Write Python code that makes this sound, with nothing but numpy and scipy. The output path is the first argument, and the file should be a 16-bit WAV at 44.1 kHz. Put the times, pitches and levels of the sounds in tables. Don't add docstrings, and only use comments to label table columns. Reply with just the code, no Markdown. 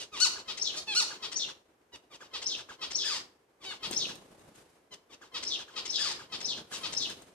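import sys
import numpy as np
from scipy import signal
from scipy.fft import rfft, irfft, next_fast_len
from scipy.io import wavfile
from scipy.ndimage import uniform_filter1d

SR = 44100
rng = np.random.default_rng(int(sys.argv[2]) if len(sys.argv) > 2 else 0)


def unload_audio(sound):
    columns = np.transpose(np.atleast_2d(sound))
    steps = np.round(np.clip(columns, -1, 1) * 32767)
    wavfile.write(sys.argv[1], SR, steps.astype(np.int16))


N = 323694
TIME = np.arange(N) / SR


def from_db(db):
    return 10 ** (np.asarray(db) / 20)


def rms_one(x):
    return x / np.sqrt(np.mean(x ** 2) + 1e-20)


def along(rows, t):
    s, *columns = np.transpose(rows)
    return [np.interp(t, s, c) for c in columns]


def at_hz(points, hz):
    f, value = np.transpose(points)
    return np.interp(np.log(hz + 1), np.log(f), value)


def coloured(x, spectrum, tilt_db=0):
    size = next_fast_len(x.shape[-1])
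    hz = np.fft.rfftfreq(size, 1 / SR) + 1
    octaves = np.log2(hz / 4000)
    gain = from_db(at_hz(spectrum, hz) + tilt_db * octaves)
    gain = gain * np.minimum(hz / spectrum[0][0], 1) ** 2
    return irfft(rfft(x, size) * gain, size)[..., :x.shape[-1]]


def wobble(size, hz):
    low_pass = signal.butter(2, hz, fs=SR, output="sos")
    noise = rng.standard_normal(2 * size)
    return rms_one(signal.sosfilt(low_pass, noise)[size:])


# frequency in Hz, likeness (1 is identical).
PORT_LIKENESS = [(30, 0.62), (150, 0.94), (350, 0.9), (700, 0.29), (2000, 0.13), (10000, 0.11)]


def stereo_noise(spectrum):
    mid, side = rfft(rng.standard_normal((2, next_fast_len(N, True))))
    alike = np.clip(at_hz(PORT_LIKENESS, np.linspace(0, SR / 2, len(mid))), -1, 1)
    pair = irfft(np.sqrt(1 + alike) * mid + np.sqrt(1 - alike) * side * [[1], [-1]])
    return rms_one(coloured(pair[:, :N], spectrum))


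# frequency in Hz, relative level in dB per Hz.
ROOM_NOISE_COLOUR = [(20, -28.5), (60, -5), (110, -7.5), (200, -5.5), (380, 2.5), (600, -2), (1000, -6),
                     (2000, -12), (4000, -20), (8000, -22.5), (14000, -28.5)]


def room_noise(level_db=-53):
    return from_db(level_db) * stereo_noise(ROOM_NOISE_COLOUR)


def add(out, sound, s, pan_db):
    start = round(s * SR)
    part = sound[max(-start, 0):max(N - start, 0)]
    start = max(start, 0)
    out[:, start:start + len(part)] += part * from_db([[pan_db / 2], [-pan_db / 2]])


def sing(events, gesture, source, timbre, gain_db, tilt_db=0, pitch_spread=.005):
    out = np.zeros((2, N))
    for s, level_db, length, transpose, pan_db in events:
        t = np.arange(gesture[0][0], gesture[-1][0], 1 / (SR * length))
        pitch, effort_db, rough = along(gesture, t)
        pitch = pitch * transpose * (1 + pitch_spread * rng.standard_normal())
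        voice = source(pitch, effort_db, np.clip(rough, 0, 1), tilt_db, timbre)
        add(out, voice * from_db(level_db + effort_db + gain_db), s + t[0] * length, pan_db)
    return out


def reedy(pitch, effort_db, rough, tilt_db, throat,
          jitter=.06, jitter_hz=330, shimmer=0.38, mellowing=0.55, blur_hz=8000):
    size = len(pitch)
    shaky_pitch = pitch * (1 + jitter * rough * wobble(size, jitter_hz))
    phase = 2 * np.pi * np.cumsum(shaky_pitch) / SR
    k = np.arange(1, 21)[:, None]
    strength = from_db(mellowing * effort_db * np.log2(k)) / (1 + (k * pitch / blur_hz) ** 6)
    strength /= np.sqrt(np.sum(strength ** 2, axis=0) / 2)
    start_phases = rng.uniform(0, 2 * np.pi, k.shape)
    partials = np.sum(strength * np.cos(k * phase + start_phases), axis=0)
    hiss = rms_one(rng.standard_normal(size) * (1 + 1.4 * np.cos(phase)))
    voice = coloured((1 - rough) * partials + from_db(4) * rough * hiss, throat, tilt_db)
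    voice = voice / np.sqrt(uniform_filter1d(voice ** 2, size=400) + 1e-12)
    return voice * (1 + shimmer * rough * wobble(size, jitter_hz))


# seconds after onset, pitch in Hz, level in dB, roughness 0-1.
LOUD_CALL = [(-.006, 1110, -27.5, 0.4), (0, 1270, -8.5, 0.53), (.011, 1447, -4, 0.2), (.032, 1523, 0, .12),
             (.044, 1490, -4.5, .22), (.056, 1309, -3, 0), (.067, 1060, -12, .45), (.080, 905, -8.5, 0.5),
             (0.09, 881, -29, 0.4)]
# seconds after onset, pitch in Hz, level in dB, roughness 0-1.
TET_CALL = [(-.004, 892, -18, .15), (.010, 878.4, -4, .12), (.028, 871, -4, .12), (0.049, 836, -2, 0.1),
            (.070, 795, -4, .3), (0.082, 773, -42, .4)]
# seconds after onset, pitch in Hz, level in dB, roughness 0-1.
SLURRED_CALL = [(-.006, 1196, -21, 0.14), (0.017, 1140, -10.5, 0.24), (0.037, 1026, -9.5, .3),
                (.053, 889, -6.5, .36), (0.078, 746, -9.5, 0.87)]
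# seconds after onset, pitch in Hz, level in dB, roughness 0-1.
SHORT_NOTE = [(-.014, 1020, -14, .08), (-.003, 986.5, -7.5, 0.092), (.008, 992, -3.5, .1),
              (.019, 920, -7, 0.27), (0.031, 809, -4, 0.98)]
# seconds after onset, pitch in Hz, level in dB, roughness 0-1.
HOARSE_NOTE = [(-.016, 1104, -6, 0.67), (.002, 1031, 0.5, 0.57), (0.019, 953, -0.5, 0.53),
               (0.033, 796, -4.5, 0.4), (0.043, 700, -29.5, .8)]
# seconds after onset, pitch in Hz, level in dB, roughness 0-1.
MEWING_NOTE = [(-.008, 601, -15.5, 0.62), (.004, 631, -4.5, .3), (.018, 674, -0.5, 0.18),
               (0.033, 620, -9.5, .3), (.044, 571, -20, 0.78)]
# seconds after onset, pitch in Hz, level in dB, roughness 0-1.
SOFT_ARC = [(-.002, 897, -12, .15), (.005, 1726, -10, .09), (.012, 1638, -10.5, .08),
            (.021, 1330, -12, .08), (.029, 952, -13.5, .12), (0.036, 751, -24.5, .4)]
# frequency in Hz, level in dB.
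LOUD_CALL_THROAT = [(700, -12.5), (1500, -17.5), (2200, -16.5), (3000, -11.5), (4500, -2), (6000, -8),
                    (7000, -8.5), (8500, -16), (11000, -20), (14000, -49.5)]
# frequency in Hz, level in dB.
TET_CALL_THROAT = [(850, -19), (1750, -15.5), (2600, -1.5), (3500, 0), (4400, 0), (5300, -12.5),
                   (7000, -13), (9000, -12.5), (14000, -40.5)]
# frequency in Hz, level in dB.
SOFT_NOTE_THROAT = [(600, -20), (1100, -7), (1900, -9.5), (3000, 3.5), (4300, -1), (5600, -2.5), (6600, -5),
                    (9000, -13), (14000, -41)]
# frequency in Hz, level in dB.
SOFT_ARC_THROAT = [(700, -5), (1100, -5), (1650, -11.5), (2400, -6), (3300, -14.5), (5000, -14), (7000, -8),
                   (14000, -35)]
# start in seconds, level in dB, length factor, pitch factor, left-right in dB.
LOUD_CALL_TIMES = [(.2024, -15, .88, 0.99, 7.5), (.9509, -15.5, 0.96, 0.98, 0)]
# start in seconds, level in dB, length factor, pitch factor, left-right in dB.
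TET_TIMES = [(.8744, -30.5, 0.97, 0.99, .5), (3.6552, -38, 1.0, 0.87, 5.9)]
# start in seconds, level in dB, length factor, pitch factor, left-right in dB.
SLUR_TIMES = [(.1243, -32, 0.96, 1.08, 2), (2.103, -39.5, 0.79, 1.05, 2), (3.6067, -39, 0.74, 1.0, 4.5),
              (5.0958, -41, 0.72, 1.03, 5.7)]
# start in seconds, level in dB, length factor, pitch factor, left-right in dB.
SHORT_NOTE_TIMES = [(1.934, -35, 0.91, .98, 0.5), (4.92, -35.5, 0.86, 1.03, 5.5)]
# start in seconds, level in dB, length factor, pitch factor, left-right in dB.
HOARSE_NOTE_TIMES = [(.0034, -32, 1.0, 1.0, -2.5), (6.7402, -31.5, 1, 0.95, 6.5)]
# start in seconds, level in dB, length factor, pitch factor, left-right in dB.
MEW_TIMES = [(.7676, -28, 0.94, 0.95, 0)]
# start in seconds, level in dB.
ARC_TIMES = [(0.359, -36.5), (1.106, -34), (2.2068, -35.5), (2.6901, -34), (3.709, -35), (5.2147, -36.5),
             (5.6801, -38), (6.1935, -36), (6.7133, -35.5)]
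ARC_PAN_DB = 5


def calls(trail_after_s=.034, trail_db=-16.5):
    arcs = [(s, level_db, 1, 1, ARC_PAN_DB) for s, level_db in ARC_TIMES]
    trails = [(s + trail_after_s, level_db, 1, 1, ARC_PAN_DB) for s, level_db in ARC_TIMES]
    return (sing(LOUD_CALL_TIMES, LOUD_CALL, reedy, LOUD_CALL_THROAT, gain_db=-6.5, tilt_db=2.0)
            + sing(TET_TIMES, TET_CALL, reedy, TET_CALL_THROAT, gain_db=-1.0)
            + sing(SLUR_TIMES, SLURRED_CALL, reedy, SOFT_NOTE_THROAT, gain_db=0, tilt_db=0.7)
            + sing(SHORT_NOTE_TIMES, SHORT_NOTE, reedy, SOFT_NOTE_THROAT, gain_db=-6.0)
            + sing(HOARSE_NOTE_TIMES, HOARSE_NOTE, reedy, SOFT_NOTE_THROAT, gain_db=-9, tilt_db=3.0)
            + sing(MEW_TIMES, MEWING_NOTE, reedy, LOUD_CALL_THROAT, gain_db=-6, tilt_db=3.0)
            + sing(arcs, SOFT_ARC, reedy, SOFT_ARC_THROAT, gain_db=-1.0)
            + sing(trails, HOARSE_NOTE, reedy, SOFT_NOTE_THROAT, gain_db=trail_db, tilt_db=-0.5))


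def whistled(pitch, effort_db, rough, tilt_db, spread_hz):
    size = len(pitch)
    phase = 2 * np.pi * np.cumsum(pitch) / SR
    tone = np.sqrt(2) * np.sin(phase)
    chaos = wobble(size, spread_hz) * np.cos(phase) + wobble(size, spread_hz) * np.sin(phase)
    voice = ((1 - rough) * tone + rough * chaos) / np.hypot(1 - rough, rough)
    return voice * from_db(tilt_db * np.log2(pitch / pitch.mean()))


def harsh(pitch, effort_db, rough, tilt_db, band, flutter=.35, flutter_hz=300):
    size = len(pitch)
    chaos = signal.hilbert(coloured(rng.standard_normal(size), band, tilt_db))
    shift = np.exp(2j * np.pi * np.cumsum(pitch) / SR)
    voice = rms_one(np.real(chaos * shift))
    return voice * (1 + flutter * rough * wobble(size, flutter_hz))


def buzzing(pitch, effort_db, rough, tilt_db, spread_hz, beat_hz=1730, depth=0.27):
    beat = np.cos(2 * np.pi * beat_hz * np.arange(len(pitch)) / SR)
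    return whistled(pitch, effort_db, rough, tilt_db, spread_hz) * (1 + depth * beat)


# seconds after onset, pitch in Hz, level in dB, roughness 0-1.
STACK_LEAD_IN = [(-.032, 1064, -31.5, .05), (-.020, 1054, -17.5, .05), (-.007, 1032, -22, .04),
                 (.004, 1042, -26, .15), (.014, 930, -15.5, .2), (.026, 835, -15, 0.19)]
# seconds after onset, pitch in Hz, level in dB, roughness 0-1.
NASAL_STACK = [(-.006, 658.5, -24.5, 0.24), (.003, 643.2, -7.5, 0.16), (.016, 631, -5, 0.24),
               (.029, 490.8, -4, .17), (.042, 440, -9.5, 0.39), (.053, 426.4, -23.5, .6)]
# seconds from the whistle's onset, pitch in Hz, level in dB, roughness 0-1.
SHORT_RASP = [(-.041, 879, -17, 0.61), (-.037, 1057, -3, 0.39), (-.029, 1080, 1.5, .6),
              (-.021, 845, 0, 0.66)]
# seconds from the whistle's onset, pitch in Hz, level in dB, roughness 0-1.
HIGH_PIP = [(-.016, 5550, -33, .15), (-.012, 5230, -6, .2), (-.007, 5150, -25.5, .3)]
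# seconds after onset, pitch in Hz, level in dB, roughness 0-1.
BREAKING_WHISTLE = [(-.001, 5800, -30, .2), (.004, 5530, -4.5, .055), (.013, 5340, 1.5, .04),
                    (.017, 6450, -4, .2), (0.025, 6150, -8, .55), (.036, 5418, -10, 1),
                    (.054, 4900, -11, .8)]
# seconds after onset, pitch in Hz, level in dB, roughness 0-1.
WHISTLE_UNDERTONE = [(0, 4250, -36, 0), (.007, 4270, -23, .1), (.018, 4280, -23, .2), (.027, 4070, -26, .4)]
# seconds after onset, lower edge in Hz, level in dB, roughness 0-1.
HARSH_SLIDE = [(-.022, 5203, -20, .92), (-.013, 4692, -10, 0.93), (-.006, 3519, -15, 0.99),
               (.004, 3250, -5.5, 1), (.026, 3085, -0.5, 1), (.042, 2850, -5, 1), (.055, 2373, -5, 0.97),
               (.066, 2362, -18, .89)]
# seconds after onset, pitch in Hz, level in dB, roughness 0-1.
LONG_SNARL = [(-.004, 1600, -13.5, 0.4), (.006, 1749, -5, 0.5), (.036, 1713, -0.5, 0.45),
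              (.050, 1604, -6.5, 0.56), (.068, 1252, -2.5, 0.41), (.094, 1050, -3, 0.49),
              (.124, 929.5, -4.5, .48), (.142, 820, -11.5, 1)]
# seconds after the snarl's onset, pitch in Hz, level in dB, roughness 0-1.
SNARL_BUZZ = [(-.048, 5100, -14, 0.4), (-.024, 5020, 5.5, 1), (0, 4986, -10, 0), (.030, 4810, 2.5, 0),
              (0.056, 4800, 1.5, .8), (.115, 4960, -14, 0), (.138, 4960, -35, .9)]
# frequency in Hz, level in dB.
NASAL_STACK_THROAT = [(500, -39), (1150, -4.5), (1700, -12), (2500, -2.5), (3300, 5.5), (4200, 4.5),
                      (5200, 3), (6000, -4.5), (9000, -12), (14000, -40.5)]
# frequency in Hz, level in dB.
SHORT_RASP_THROAT = [(500, -11), (1000, -10), (2500, -1), (3500, 3), (5500, 2.5), (6800, 0.5), (9000, -8),
                     (14000, -49)]
# frequency in Hz, level in dB.
LONG_SNARL_THROAT = [(600, -12), (1100, -7), (1700, -6), (2300, -6.5), (3300, 0), (4100, 2), (5000, 2.5),
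                     (6300, -4), (8500, -10.5), (14000, -31.5)]
# Hz above its lower edge, level in dB.
HARSH_SLIDE_BAND = [(250, 8.5), (550, 6.5), (1150, 3.5), (1900, -13.5), (3000, -9.5), (4500, -20.5),
                    (7000, -42.5), (11000, -64.5)]
# whistle's time in seconds, seconds by which the stack comes before it, level in dB,
# whistle's extra level in dB, whistle's pitch factor, left-right in dB, ends in a snarl (0 or 1).
MOTIF_TIMES = [(0.6111, 0.13, -24.5, 2.5, 1.015, 7, 0), (1.356, 0.13, -25, 2, 1.05, 7, 0),
               (2.4562, 0.12, -24.5, 2.5, 0.98, 3, 0), (2.9452, 0.13, -24, 3.5, 1.018, 4.5, 1),
               (3.9597, 0.13, -23.5, 2.5, 0.99, 5.5, 0), (5.464, 0.12, -23.5, -1.5, 0.96, 4, 0),
               (5.8911, 0.13, -23.5, -3, .975, 6.5, 1), (6.4419, 0.12, -25, 1, 0.95, 6, 0),
               (6.963, 0.13, -23, 0, 0.98, 7.5, 0)]
SLIDE_AFTER_S, SNARL_AFTER_S, ARC_AFTER_S, HOARSE_AFTER_S = .041, .096, 0.13, .132
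CLOSING_ARC_LENGTH = .78


def song():
    stacks, rasps, whistles, slides, snarls, arcs, hoarse_notes = [], [], [], [], [], [], []
    for s, lead_s, level_db, whistle_db, pitch, pan_db, snarled in MOTIF_TIMES:
        stacks.append((s - lead_s, level_db, 1, 1, pan_db))
        rasps.append((s, level_db, 1, 1, pan_db))
        whistles.append((s, level_db + whistle_db, 1, pitch, pan_db))
        slides.append((s + SLIDE_AFTER_S, level_db, 1, 1, pan_db))
        if round(snarled):
            snarls.append((s + SNARL_AFTER_S, level_db, 1, 1, pan_db))
        else:
            arcs.append((s + ARC_AFTER_S, level_db, CLOSING_ARC_LENGTH, 1, ARC_PAN_DB))
            hoarse_notes.append((s + HOARSE_AFTER_S, level_db, 1, 1, pan_db))
    return (sing(stacks, STACK_LEAD_IN, reedy, NASAL_STACK_THROAT, gain_db=-7.0)
            + sing(stacks, NASAL_STACK, reedy, NASAL_STACK_THROAT, gain_db=-8.5)
            + sing(rasps, SHORT_RASP, reedy, SHORT_RASP_THROAT, gain_db=-16.0, tilt_db=-1)
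            + sing(rasps, HIGH_PIP, whistled, 400, gain_db=-4.5)
            + sing(whistles, BREAKING_WHISTLE, whistled, 340, gain_db=-7)
            + sing(whistles, WHISTLE_UNDERTONE, whistled, 150, gain_db=-2)
            + sing(slides, HARSH_SLIDE, harsh, HARSH_SLIDE_BAND, gain_db=-8, tilt_db=0.9)
            + sing(snarls, LONG_SNARL, reedy, LONG_SNARL_THROAT, gain_db=-8.5)
            + sing(snarls, SNARL_BUZZ, buzzing, 210, gain_db=-14.5)
            + sing(arcs, SOFT_ARC, reedy, SOFT_ARC_THROAT, gain_db=-16.5)
            + sing(hoarse_notes, HOARSE_NOTE, reedy, SOFT_NOTE_THROAT, gain_db=-23.5, tilt_db=-1.0))


# start in seconds, length in seconds, air puff level in dB, feather rustle level in dB.
WING_FLURRIES = [(0.761, 0.03, -64, -55), (3.625, 0.088, -69, -63), (3.866, .23, -49.5, -55),
                 (4.136, .36, -51.5, -58), (4.558, 0.038, -55, -51.5), (4.66, 0.098, -59, -57.5),
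                 (6.046, 0.37, -58, -65), (6.431, 0.21, -52.5, -64), (6.717, 0.086, -57, -48.5),
                 (6.837, 0.46, -53, -55)]
# frequency in Hz, relative level in dB per Hz.
PUFF_COLOUR = [(25, -24), (65, -8.5), (170, -1), (290, -2), (520, -5), (1000, -11), (2500, -36.5)]
# frequency in Hz, relative level in dB per Hz.
FEATHER_COLOUR = [(500, -2.5), (1200, -0.5), (3500, -2), (6000, -5), (10000, -5), (14000, -20.5)]
WINGBEATS_PER_S = 29
FLURRY_ATTACK_S, FLURRY_RELEASE_S = 0.03, .07


def wings(puff_depth=0.41, rustle_depth=0.088, uneven_db=1.0):
    air, brush = 0, 0
    for s, length_s, puff_db, rustle_db in WING_FLURRIES:
        before = (s - TIME) / FLURRY_ATTACK_S
        after = (TIME - s - length_s) / FLURRY_RELEASE_S
        effort = np.exp(-np.clip(np.maximum(before, after), 0, 20))
        air = np.maximum(air, from_db(puff_db) * effort)
        brush = np.maximum(brush, from_db(rustle_db) * effort)
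    beat_hz = WINGBEATS_PER_S * (1 + 0.1204 * wobble(N, 7.96))
    stroke = np.cos(2 * np.pi * np.cumsum(beat_hz) / SR)
    puffs = air * rms_one(np.exp(puff_depth * stroke)) * stereo_noise(PUFF_COLOUR)
    rustle = brush * rms_one(np.exp(rustle_depth * stroke)) * stereo_noise(FEATHER_COLOUR)
    return (puffs + rustle) * from_db(uneven_db * wobble(N, 42))


# start in seconds, level in dB before the gain.
KNOCK_TIMES = [(3.911, -26.5), (3.93, -40), (4.155, -37), (4.394, -45), (4.42, -52), (4.487, -56),
               (4.557, -44), (7.099, -36.5), (7.157, -51), (7.22, -39)]
# frequency in Hz, average level in dB, seconds to fade by 60 dB.
CAGE_RINGS = [(397, -12.5, 0.056), (714, -7.5, 0.041), (920, -19.5, 0.09), (1720, -20, .04),
              (2810, -13.5, 0.067), (3870, -19, 0.15), (6550, -7, 0.042), (8440, -10, 0.038)]


def cage(gain_db=-3, crack_db=-6, crack_s=0.0031):
    out, t = np.zeros((2, N)), TIME[:SR // 4]
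    for s, level_db in KNOCK_TIMES:
        ring = 0
        for hz, db, t60 in CAGE_RINGS:
            fading_db = db + rng.normal(0, 2.9) - 60 * t / t60
            ring = ring + from_db(fading_db) * np.sin(2 * np.pi * hz * t)
        crack = from_db(crack_db) * rng.standard_normal(len(t)) * np.exp(-t / crack_s)
        add(out, from_db(level_db + gain_db) * (ring + crack), s, pan_db=7.5)
    return out


# frequency in Hz, left-right in dB.
PORT_BALANCE = [(500, -2.5), (1200, -5), (2400, -4), (4500, 0.5), (8000, 7), (12000, -6.5)]
# frequency in Hz, radians by which the left port leads.
PORT_LEAD = [(400, .1), (1200, 0.5), (2400, 1.32), (4500, 1.8), (6200, 2.02), (8500, 4.34), (12000, 5)]


def ports(x):
    size = next_fast_len(N, True)
    hz = np.fft.rfftfreq(size, 1 / SR)
    left = from_db(at_hz(PORT_BALANCE, hz) / 2)
    right = np.exp(-1j * at_hz(PORT_LEAD, hz)) / left
    return irfft(rfft(x, size) * [left, right], size)[:, :N]


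# frequency in Hz, seconds for the tail to fade by 60 dB.
ROOM_FADE = [(300, 0.45), (1500, 0.61), (4000, 0.43), (7000, 0.46), (14000, 0.36)]


def room(x, wet_db=-6, near_db=-7, near_s=0.016):
    t, tail = TIME[:SR * 3 // 4], 0
    edges = np.geomspace(150, 16000, 9)
    for low, high in zip(edges, edges[1:]):
        band_pass = signal.butter(2, [low, high], "band", fs=SR, output="sos")
        band = signal.sosfilt(band_pass, rng.standard_normal((2, len(t))))
        tail = tail + band * from_db(-60 * t / at_hz(ROOM_FADE, np.sqrt(low * high)))
    near = rng.standard_normal((2, len(t))) * np.exp(-t / near_s) * (t > .001)
    response = from_db(wet_db) * rms_one(tail * (t > .006)) + from_db(near_db) * rms_one(near)
    response = response / np.sqrt(len(t))
    return signal.fftconvolve(x.mean(axis=0)[None], response, axes=1)[:, :N]


def scene():
    direct = calls() + song() + cage()
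    return ports(direct) + room(direct) + wings() + room_noise()


def record(dry, open_db=-43, slope=1.504, depth_db=22, release_db_per_s=200, cutoff_hz=14200):
    power = uniform_filter1d(np.mean(dry ** 2, axis=0), size=900)
    level_db = 10 * np.log10(power + 1e-12)
    release = release_db_per_s * TIME
    held_db = np.maximum.accumulate(level_db + release) - release
    gain_db = uniform_filter1d(np.clip(slope * (held_db - open_db), -depth_db, 0), size=600)
    low_pass = signal.ellip(10, .1, 80, cutoff_hz, fs=SR, output="sos")
    return signal.sosfilt(low_pass, dry * from_db(gain_db))


dry = scene()
out = record(dry)
unload_audio(out)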